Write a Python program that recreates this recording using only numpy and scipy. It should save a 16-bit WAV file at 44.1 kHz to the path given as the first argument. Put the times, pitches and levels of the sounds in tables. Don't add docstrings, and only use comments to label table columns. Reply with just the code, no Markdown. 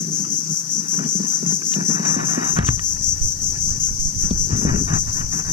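import sys
import numpy as np
from scipy import signal
from scipy.fft import rfft, irfft, next_fast_len
from scipy.io import wavfile
from scipy.ndimage import uniform_filter1d

SR = 44100
rng = np.random.default_rng(int(sys.argv[2]) if len(sys.argv) > 2 else 0)


def store_pcm(level_fs):
    pcm = np.round(np.clip(level_fs, -1, 1) * 32767).astype(np.int16)
    wavfile.write(sys.argv[1], SR, np.atleast_2d(pcm).T)


def attenuation_scalar(level_db):
    decades = np.asarray(level_db, float) / 20
    return 10 ** decades


N = 243502

# time in seconds, level in dB.
CHORUS_SWELL = [
    (0.0, -26),
    (0.66, -26),
    (0.98, -26.5),
    (1.15, -24),
    (1.98, -27),
    (2.43, -26),
    (2.75, -29.5),
    (2.87, -26),
    (3.83, -24.5),
    (5.52, -26),
]
# frequency in Hz, level in dB.
CHORUS_COLOUR = [(3600, -48), (4200, -33.5), (4700, -26), (5400, -14.5), (6050, -2.5), (6600, -14),
                 (7500, -20.5), (8100, -35.5), (9500, -35)]
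# frequency in Hz, level in dB.
AIR_COLOUR = [(300, -3.5), (600, -0.5), (1000, -5.5), (1800, -8), (2200, -3), (2900, -9.5), (3500, -10.5),
              (3900, -6), (4400, -17)]
AIR_DB = -52.5

# first click in seconds, level in dB, length in seconds.
BURSTS = [(0.1136, -18.5, 0.12), (0.3024, -17, 0.106), (0.4977, -17, 0.114), (0.695, -18, 0.11),
          (0.8851, -16.5, 0.111), (1.0739, -17.5, 0.116), (1.2689, -16.5, 0.11), (1.4646, -14, 0.11),
          (1.6524, -14, 0.11), (1.8527, -14.5, 0.112), (2.0515, -14.5, 0.11), (2.2504, -16, 0.111),
          (2.4439, -17, 0.13), (2.6437, -13.5, 0.12), (2.8313, -16, 0.109), (3.0234, -14.5, 0.111),
          (3.2202, -17.5, 0.11), (3.4108, -18, 0.11), (3.603, -18, 0.12), (3.8011, -14.5, 0.1),
          (3.9959, -18, 0.104), (4.1828, -16.5, 0.093), (4.3734, -16, 0.099), (4.5618, -17.5, 0.108),
          (4.7553, -19.5, 0.103), (4.9313, -16.5, 0.1), (5.1229, -18, 0.087), (5.3103, -17, 0.098),
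          (5.4948, -17, 0.1)]
# frequency in Hz, level in dB.
TYMBAL_COLOUR = [(3600, -45.5), (4200, -39), (4700, -32), (5400, -14.5), (6050, -7), (6600, -8),
                 (7500, -15), (8100, -30.5), (9500, -39)]
# frequency in Hz, level in dB.
OVERTONE_COLOUR = [(7000, -31), (8200, -4.5), (9800, -4.5), (11200, -5), (12200, -2), (12800, -5.5),
                   (13100, -11), (13500, -25)]
CLICKS_PER_S = 233.5
DIRECT_SHARE = 0.79

# start in seconds, length in seconds, sleeve rustle in dB, mount rumble in dB.
MOVES = [(0.01, 0.33, -72, -36), (0.234, 0.041, -62, -37), (0.471, 0.037, -57, -35.5),
         (0.78, 0.065, -55, -40), (0.921, 0.088, -46, -29), (1.022, 0.036, -45.5, -28.5),
         (1.14, 0.14, -51, -44), (1.304, 0.059, -47.5, -58), (1.402, 0.11, -48, -38),
         (1.699, 0.15, -46, -34), (1.852, 0.22, -41, -34), (2.008, 0.24, -38.5, -31.5),
         (2.268, 0.12, -38, -34.5), (2.391, 0.11, -36.5, -28), (2.553, 0.064, -33, -25),
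         (2.655, 0.052, -38, -35), (2.862, 0.17, -53.5, -58), (3.508, 0.09, -53.5, -52),
         (4.18, 0.14, -51, -52), (4.47, 0.18, -45, -29.5), (4.638, 0.086, -37.5, -22),
         (4.723, 0.085, -49.5, -24), (4.862, 0.095, -38, -28.5), (5.06, 0.027, -48.5, -60),
         (5.124, 0.1, -44.5, -35.5), (5.312, 0.085, -43.5, -34.5), (5.436, 0.061, -42.5, -35.5)]
MOVE_RISE, MOVE_STOP_S = 0.3, 0.049
# time in seconds, mount rumble in dB.
AT_REST = [(0, -31.5), (.4, -41), (1.6, -37), (2.1, -32), (2.7, -34.5), (2.8, -43), (3.5, -42.5),
           (4.1, -42), (4.6, -34.5), (5.0, -43.5), (5.52, -49)]
REST_RUSTLE_DB, REST_FOLLOW = -55.5, 0.069
# frequency in Hz, level in dB.
RUMBLE_COLOUR = [(60, -24), (110, -17), (145, -13), (158, 8), (175, -4.5), (230, -6), (320, -11),
                 (430, -16.5), (520, -29.5), (800, -41)]
# frequency in Hz, level in dB.
RUSTLE_COLOUR = [(330, -6.5), (450, -13.5), (600, -5.5), (750, -1), (950, -2), (1080, -2.5), (1250, -4.5),
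                 (1500, -4), (1850, -3.5), (2050, -14), (2450, -13.5), (2900, -21.5), (3450, -35.5),
                 (3800, -19.5), (4300, -31.5)]

# start in seconds, peak in dB, ring in Hz.
THUMPS = [(0.095, -22.5, 169), (0.197, -20.5, 180), (0.233, -25.5, 169), (0.491, -25, 165),
          (0.511, -19, 162), (0.774, -24.5, 204), (0.976, -17, 178), (0.998, -15.5, 200), (1.052, -22, 194),
          (1.15, -14.5, 182), (1.2, -12.5, 178), (1.239, -17.5, 207), (1.428, -12.5, 186),
          (1.46, -14, 161.6), (1.479, -27, 174), (1.521, -15.5, 179), (1.761, -12.5, 168),
          (1.781, -13.5, 175), (1.81, -14, 165), (1.884, -15, 188), (1.898, -14.5, 200), (1.936, -18, 178),
          (1.996, -12, 178), (2.164, -11.5, 190), (2.375, -8, 203), (2.563, -29, 149), (2.5876, -0.5, 99),
          (2.625, -14, 90.5), (2.687, -4, 98.5), (2.728, -19, 109.5), (4.248, -22, 171), (4.31, -7.5, 166),
          (4.529, -10, 104), (4.569, -19, 151), (4.622, -16.5, 177), (4.651, -6, 167), (4.695, -12, 116),
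          (4.743, -11, 172), (4.765, -15, 175), (4.799, -26, 201), (4.905, -14, 143), (4.929, -11.5, 114),
          (5.089, -23.5, 103), (5.115, -35, 105), (5.145, -31.5, 160), (5.357, -23, 166)]
RING_CYCLES, HARD_DAMPING = 4.63, 0.32
PUSH_DB = -17.5
SLIDE, SLIDE_S = 0.92, 0.0048

# start in seconds, peak in dB, ring in Hz, t60 in seconds, bright edge in dB.
TICKS = [(0.248, -40.5, 1260, 0.054, -56), (0.99, -30, 1450, 0.014, -59), (1.048, -48, 1200, 0.012, -47),
         (1.62, -37.5, 1600, 0.038, -62), (1.719, -39, 1780, 0.017, -47), (1.737, -29, 2850, 0.018, -36),
         (1.739, -32, 4030, 0.015, -47), (2.315, -36, 1270, 0.022, -55), (2.428, -44, 1190, 0.02, -58),
         (2.569, -27, 1460, 0.042, -49), (2.588, -17, 1650, 0.038, -32.5), (2.627, -38, 1700, 0.014, -42),
         (2.647, -23.5, 1160, 0.014, -48), (2.669, -41.5, 3270, 0.026, -36), (2.678, -36, 2800, 0.03, -52),
         (2.68, -39, 2940, 0.021, -33), (2.688, -16.5, 1560, 0.012, -41), (2.794, -32.5, 1880, 0.028, -45),
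         (4.241, -38.5, 1166, 0.035, -61), (3.557, -38.5, 1700, 0.042, -70), (4.308, -42, 840, 0.03, -40),
         (4.531, -38, 700, 0.025, -55), (4.76, -33, 1350, 0.015, -62), (4.78, -39, 840, 0.015, -57),
         (5.211, -35, 1440, 0.023, -62)]
# frequency in Hz, level in dB.
HOUSING_COLOUR = [(350, -16), (700, -8), (1200, 3), (1900, -1), (2800, -8.5), (3400, -20.5), (4500, -26)]

# time in seconds, level in dB, left over right in dB.
WIND_LEVEL = [(1.9, -41, 0.5), (2.3, -26.5, 2), (2.5, -38.5, 7), (2.6, -28, -13), (2.7, -28.5, 4),
              (2.81, -38.5, 0.5), (3.0, -33, 4), (3.46, -30, -4), (3.72, -29, -3), (4.05, -32.5, -3),
              (4.35, -29, -5.5), (4.51, -30.5, 3), (4.62, -26.5, 4.5), (5.15, -33.5, -4), (5.22, -31, -3),
              (5.36, -33.5, 6), (5.52, -32.5, 3)]
# frequency in Hz, level in dB.
WIND_COLOUR = [(10, 2), (30, -4), (70, -1), (120, -4.5), (200, -17), (350, -28), (600, -34.5)]
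# start in seconds, peak in dB, left over right in dB (before a fixed 9 dB
# towards the right), width in seconds.
EDDIES = [
    (3.208, -27.5, -32.5, 0.0061),
    (3.661, -21.5, -3, 0.0073),
    (3.913, -23, -15, 0.0021),
    (3.989, -26.5, -19, 0.0065),
    (4.051, -23, -17, 0.0039),
    (4.229, -22, -18, 0.0039),
    (4.319, -25, -7, 0.0076),
    (4.399, -24.5, -15, 0.0042),
    (5.208, -28, -10, 0.0072),
]

# frequency in Hz, lead of the left port in radians.
PORT_LEAD = [(0, 0), (170, -0.6), (380, -2.9), (690, -3.3), (1120, -2.2), (2070, -2.1), (2580, -1.9),
             (3010, -0.2), (4740, -0.0), (5600, 1.7), (6550, 2.2), (6980, 2.5), (8180, 1.7), (9390, 3.1),
             (13200, 3.0)]
# frequency in Hz, left over right in dB.
PORT_TILT = [(60, 4), (200, 3.5), (330, 3), (480, 6), (720, 2), (2500, 0.2), (3800, 3.5), (5000, 7),
             (6000, 11), (7200, 6), (8000, -3.5), (9500, 6), (11500, 2.5), (13000, 12)]
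MOUNT_LEAD = 0.48

# time in seconds, level let through below the edge in dB.
LOW_CUT = [
    (0, -35),
    (1.4, -38),
    (1.9, -32),
    (2.15, -28),
    (2.4, -26),
    (2.5, -3),
    (2.6, 0),
]
LOW_CUT_HZ = 130.6
# frequency in Hz, threshold in dB over the usual level of the bin.
GATE = [(300, -30), (600, 0), (1000, 2), (1500, 1), (2200, 3), (3000, 3), (3500, 5), (4300, 5), (4800, -30),
        (7600, -30), (8400, 2), (9400, 6), (10200, 6), (11200, -1), (12800, 4)]
GATE_WANDER_DB, GATE_BUSY = 3.5, 0.5
FRAME_LEAD = 145


def evened(x):
    return x / np.sqrt(np.mean(x ** 2) + 1e-20)


def read(points, hz):
    f, value = np.transpose(points)
    return np.interp(np.log(hz + 1), np.log(f + 1), value)


def curve(rows, axis):
    rows = np.array(rows)
    return np.interp(np.arange(N) / SR, rows[:, 0], rows[:, axis])


def add(mix, s, sound):
    part = mix[round(s * SR):][:len(sound)]
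    part += sound[:len(part)]


def colour(x, points):
    hz = abs(np.fft.fftfreq(8192, 1 / SR))
    fenced = [(0, -100)] + list(points) + [(SR / 2, -100)]
    log_gain = np.log(attenuation_scalar(read(fenced, hz)))
    phase = -signal.hilbert(log_gain).imag
    taps = np.fft.ifft(np.exp(log_gain + 1j * phase)).real[:4096]
    taps = taps.reshape((1,) * (x.ndim - 1) + (-1,))
    return signal.oaconvolve(x, taps, axes=-1)[..., :N]


def slow(seconds):
    size = max(int(seconds * SR), 2)
    return evened(uniform_filter1d(uniform_filter1d(rng.standard_normal(N), size), size))


def pair(same):
    a, b = rng.standard_normal((2, N))
    same = np.clip(same, 0, 1)
    return np.array([a, same * a + np.sqrt(1 - same ** 2) * b])


def ports(x, lead=1):
    size = next_fast_len(N + SR // 10)
    hz = np.fft.rfftfreq(size, 1 / SR)
    shift = attenuation_scalar(-read(PORT_TILT, hz)) * np.exp(-1j * lead * read(PORT_LEAD, hz))
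    right = irfft(rfft(x[1], size) * shift, size)[:N]
    return np.array([x[0], right])


def chorus():
    grain_db = 0.2 * slow(0.0004) + 1.08 * slow(0.07)
    level = attenuation_scalar(curve(CHORUS_SWELL, axis=1) + 1.0 + grain_db)
    return level * evened(colour(pair(0.28), CHORUS_COLOUR))


def air():
    return attenuation_scalar(AIR_DB) * evened(colour(pair(0.97), AIR_COLOUR))


def abdomen(clicks):
    t = np.arange(SR // 50) / SR
    modes = np.cos(2 * np.pi * 5910 * t) + 1.74 * np.cos(2 * np.pi * 6180 * t)
    ring = attenuation_scalar(-60 * t / 0.01) * modes
    ring[0] += 30.0
    return signal.oaconvolve(clicks, ring[None], axes=1)[:, :N]


def leaf_paths(clicks):
    u = np.arange(SR // 4) / SR
    leaves = rng.standard_normal((3, 2, len(u))) * attenuation_scalar(-60 * u / 0.1)
    leaves[:, 1] = 0.5 * leaves[:, 0] + 0.51 * leaves[:, 1]
    leaves /= np.linalg.norm(leaves[0, 0])
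    sway = np.pi * 1.7 * np.arange(N) / SR
    scattered = np.zeros((2, N))
    for k, path in enumerate(leaves):
        sent = clicks * np.sqrt(2 / 3) * np.cos(sway + k * np.pi / 3)
        scattered += signal.oaconvolve(sent[None], path, axes=1)[:, :N]
    return scattered


def cicada():
    gate, direct, indirect = np.zeros(N), np.zeros(N), np.zeros(N)
    u, index = np.arange(SR // 4) / SR, np.arange(40)
    second_side = index % 2
    rows = [(0.006, -20, 0.024)] + list(BURSTS)
    share = np.clip(DIRECT_SHARE, 0, 1)
    chances = rng.standard_normal((len(rows), 3, len(index)))
    for (s, db, length), (jitter, size, rebound) in zip(rows, chances):
        at = 0.0037 + (index + 0.04 * second_side) / CLICKS_PER_S + 0.00012 * jitter
        rebound_at = at + 0.0009 + 0.0002 * rebound
        clicks = np.zeros(len(u))
        clicks[(at * SR).astype(int)] = attenuation_scalar(1.85 * size - 0.47 * second_side)
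        clicks[(rebound_at * SR).astype(int)] = attenuation_scalar(2.5 * rebound - 8.5)
        rise = 0.0039 + 0.0021 * np.clip(s - 3.2, 0, 1.5)
        arch_db = -2.2 * (2 * u / max(length, 0.02) - 1.05) ** 2
        ending = np.clip((length + 0.0084 - u) / (0.003 + rise), 0, 1)
        burst = attenuation_scalar(db + arch_db) * np.clip(u / rise, 0, 1) * ending
        start = max(s - 0.005, 0)
        add(gate, start, burst)
        add(direct, start, share * burst * clicks)
        add(indirect, start, np.sqrt(1 - share ** 2) * burst * clicks)
    song = attenuation_scalar(-21.5) * evened(colour(abdomen(direct + leaf_paths(indirect)), TYMBAL_COLOUR))
    throb = 0.5 * gate + 8.5 * uniform_filter1d(direct, size=40) + attenuation_scalar(-20.5)
    overtone = attenuation_scalar(-41.0) * evened(colour(pair(0.12) * throb, OVERTONE_COLOUR))
    return song + overtone


def movement(axis, rest_db):
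    power = attenuation_scalar(2 * rest_db)
    for row in MOVES:
        start, length = row[:2]
        t = np.arange(0, length + MOVE_STOP_S, 1 / SR)
        shape = np.clip(t / (MOVE_RISE * length), 0, 1) * np.clip((t[-1] - t) / MOVE_STOP_S, 0, 1)
        add(power, start, (attenuation_scalar(row[axis]) * shape) ** 2)
    return np.sqrt(power)


def rumble():
    lumps = movement(axis=3, rest_db=curve(AT_REST, axis=1)) * attenuation_scalar(2.5 + 2.07 * slow(0.012))
    creak = pair(0.95) * attenuation_scalar(2.9 * slow(0.0014))
    return evened(colour(creak, RUMBLE_COLOUR)) * lumps


def rustle():
    slip_size = attenuation_scalar(1.8 * np.minimum(rng.exponential(1, N), 5))
    slips = slip_size * (rng.random(N) < 4000 / SR)
    cloth = evened(colour(pair(0.89) * (slips + 0.27), RUSTLE_COLOUR))
    rest_db = curve(AT_REST, axis=1)
    rest_db = REST_RUSTLE_DB + REST_FOLLOW * (rest_db - rest_db.mean())
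    return cloth * movement(axis=2, rest_db=rest_db) * attenuation_scalar(9.5 + 2.0 * slow(0.017))


def thumps():
    out, t = np.zeros(N), np.arange(SR // 5) / SR
    for (s, db, hz), (late, high) in zip(THUMPS, rng.random((len(THUMPS), 2))):
        t60 = (RING_CYCLES - HARD_DAMPING * db) / hz
        ring = attenuation_scalar(-60 * t / max(t60, 0.01)) * (1 - np.exp(-t / 0.002))
        slide = SLIDE * attenuation_scalar(db + 5) * SLIDE_S * (1 - np.exp(-t / SLIDE_S))
        turns = hz * (t + slide)
        higher_mode = 0.25 * np.sin(2 * np.pi * (1.563 + 0.33 * high) * turns)
        contact = 0.11 * np.sin(2 * np.pi * (350 + 80 * late) * t) * attenuation_scalar(-60 * t / 0.014)
        knock = ring * (np.sin(2 * np.pi * turns) + higher_mode) + contact
        push = attenuation_scalar(PUSH_DB) * np.sin(2 * np.pi * 60 * t) * attenuation_scalar(-60 * t / 0.42)
        add(out, s + 0.0005, attenuation_scalar(db + 5.5) * (knock - push))
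        add(out, s + 0.0097 + 0.011 * late, attenuation_scalar(db - 8.0) * knock)
    return np.array([out, out])


def ticks():
    snaps, rings, edges = np.zeros(N), np.zeros(N), np.zeros(N)
    t = np.arange(SR // 14) / SR
    for (s, db, hz, t60, edge_db), noise in zip(TICKS, rng.standard_normal((len(TICKS), len(t)))):
        fade = attenuation_scalar(db - 60 * t / max(t60, 0.005))
        noise = noise + 6.0 * (t == 0)
        add(snaps, s, fade * noise * min(1, 2000 / hz) ** 2.3)
        add(rings, s, fade * np.sin(2 * np.pi * hz * t) * (1 - np.exp(-t / 0.00049)))
        add(edges, s, attenuation_scalar(edge_db - 60 * t / 0.028) * noise)
    edges = signal.sosfilt(signal.butter(2, [2600, 8500], "band", fs=SR, output="sos"), edges)
    out = attenuation_scalar(15.5) * colour(snaps, HOUSING_COLOUR) + attenuation_scalar(8.0) * rings + attenuation_scalar(17.0) * edges
    return np.array([out, out])


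def wind():
    lumps = attenuation_scalar([4.64 * slow(0.09), 1.84 * slow(0.04)])
    side_db = curve(WIND_LEVEL, axis=2) * np.array([[0.5], [-0.5]])
    level = attenuation_scalar(curve(WIND_LEVEL, axis=1) + side_db + 0.5)
    out = evened(colour(pair(0.65), WIND_COLOUR) * lumps) * level
    for s, db, pan_db, width in EDDIES:
        u = np.arange(SR // 10) / SR / max(width, 0.001) - 2
        eddy = 0.5 * np.exp(-((u - 4.5) / 2.7) ** 2) - np.exp(-u ** 2)
        add(out[0], s, attenuation_scalar(db - 8.0 + pan_db / 2) * eddy)
        add(out[1], s, attenuation_scalar(db + 1.0 - pan_db / 2) * eddy)
    return out


def scene():
    through_air = cicada() + chorus() + rustle() + ticks() + air()
    through_mount = thumps() + rumble()
    return ports(through_air) + ports(through_mount, MOUNT_LEAD) + wind()


def low_cut(x):
    highs = signal.sosfilt(signal.butter(8, LOW_CUT_HZ, "high", fs=SR, output="sos"), x)
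    opened = np.clip(attenuation_scalar(curve(LOW_CUT, axis=1)), 0, 1)
    return (1 - opened) * highs + opened * x


def limiter(x):
    peak_db = 20 * np.log10(uniform_filter1d(abs(x).max(0), size=60) + 1e-9)
    fall = np.arange(N) * 66.0 / SR
    over_db = np.maximum(np.maximum.accumulate(peak_db + fall) - fall + 9, 0)
    ducked = x / attenuation_scalar(0.78 * uniform_filter1d(over_db, size=80))
    return np.clip(ducked, -0.9, 0.9)


def gate_weak(x):
    turn = np.array([[1, 1], [1, -1]]) / np.sqrt(2)
    padded = np.pad(turn @ x, ((0, 0), (FRAME_LEAD, 0)))
    hz, _, z = signal.stft(padded, SR, "cosine", 2048, 1024)
    usual = uniform_filter1d(np.median(abs(z), 2), size=16, axis=1)[..., None]
    now = uniform_filter1d(abs(z), size=24, axis=1)
    busy_db = 10 * np.log10((abs(z) ** 2).sum((0, 1)) + 1e-12)
    chance = uniform_filter1d(rng.standard_normal(z.shape), size=20, axis=1)
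    wander = evened(uniform_filter1d(chance, size=2, axis=2))
    shift_db = GATE_WANDER_DB * wander + GATE_BUSY * (busy_db - np.median(busy_db))
    loud = usual ** 0.45 * (0.8 * now) ** 0.55
    kept = z * (abs(z) > loud * attenuation_scalar(read(GATE, hz)[:, None] + shift_db))
    return turn @ signal.istft(kept, SR, "cosine", 2048, 1024)[1][:, FRAME_LEAD:FRAME_LEAD + N]


def band_limit(x):
    return signal.sosfilt(signal.butter(12, 13610, fs=SR, output="sos"), x)


def record(dry):
    finished = gate_weak(limiter(low_cut(dry)))
    return band_limit(finished)


dry = scene()
out = record(dry)
store_pcm(out)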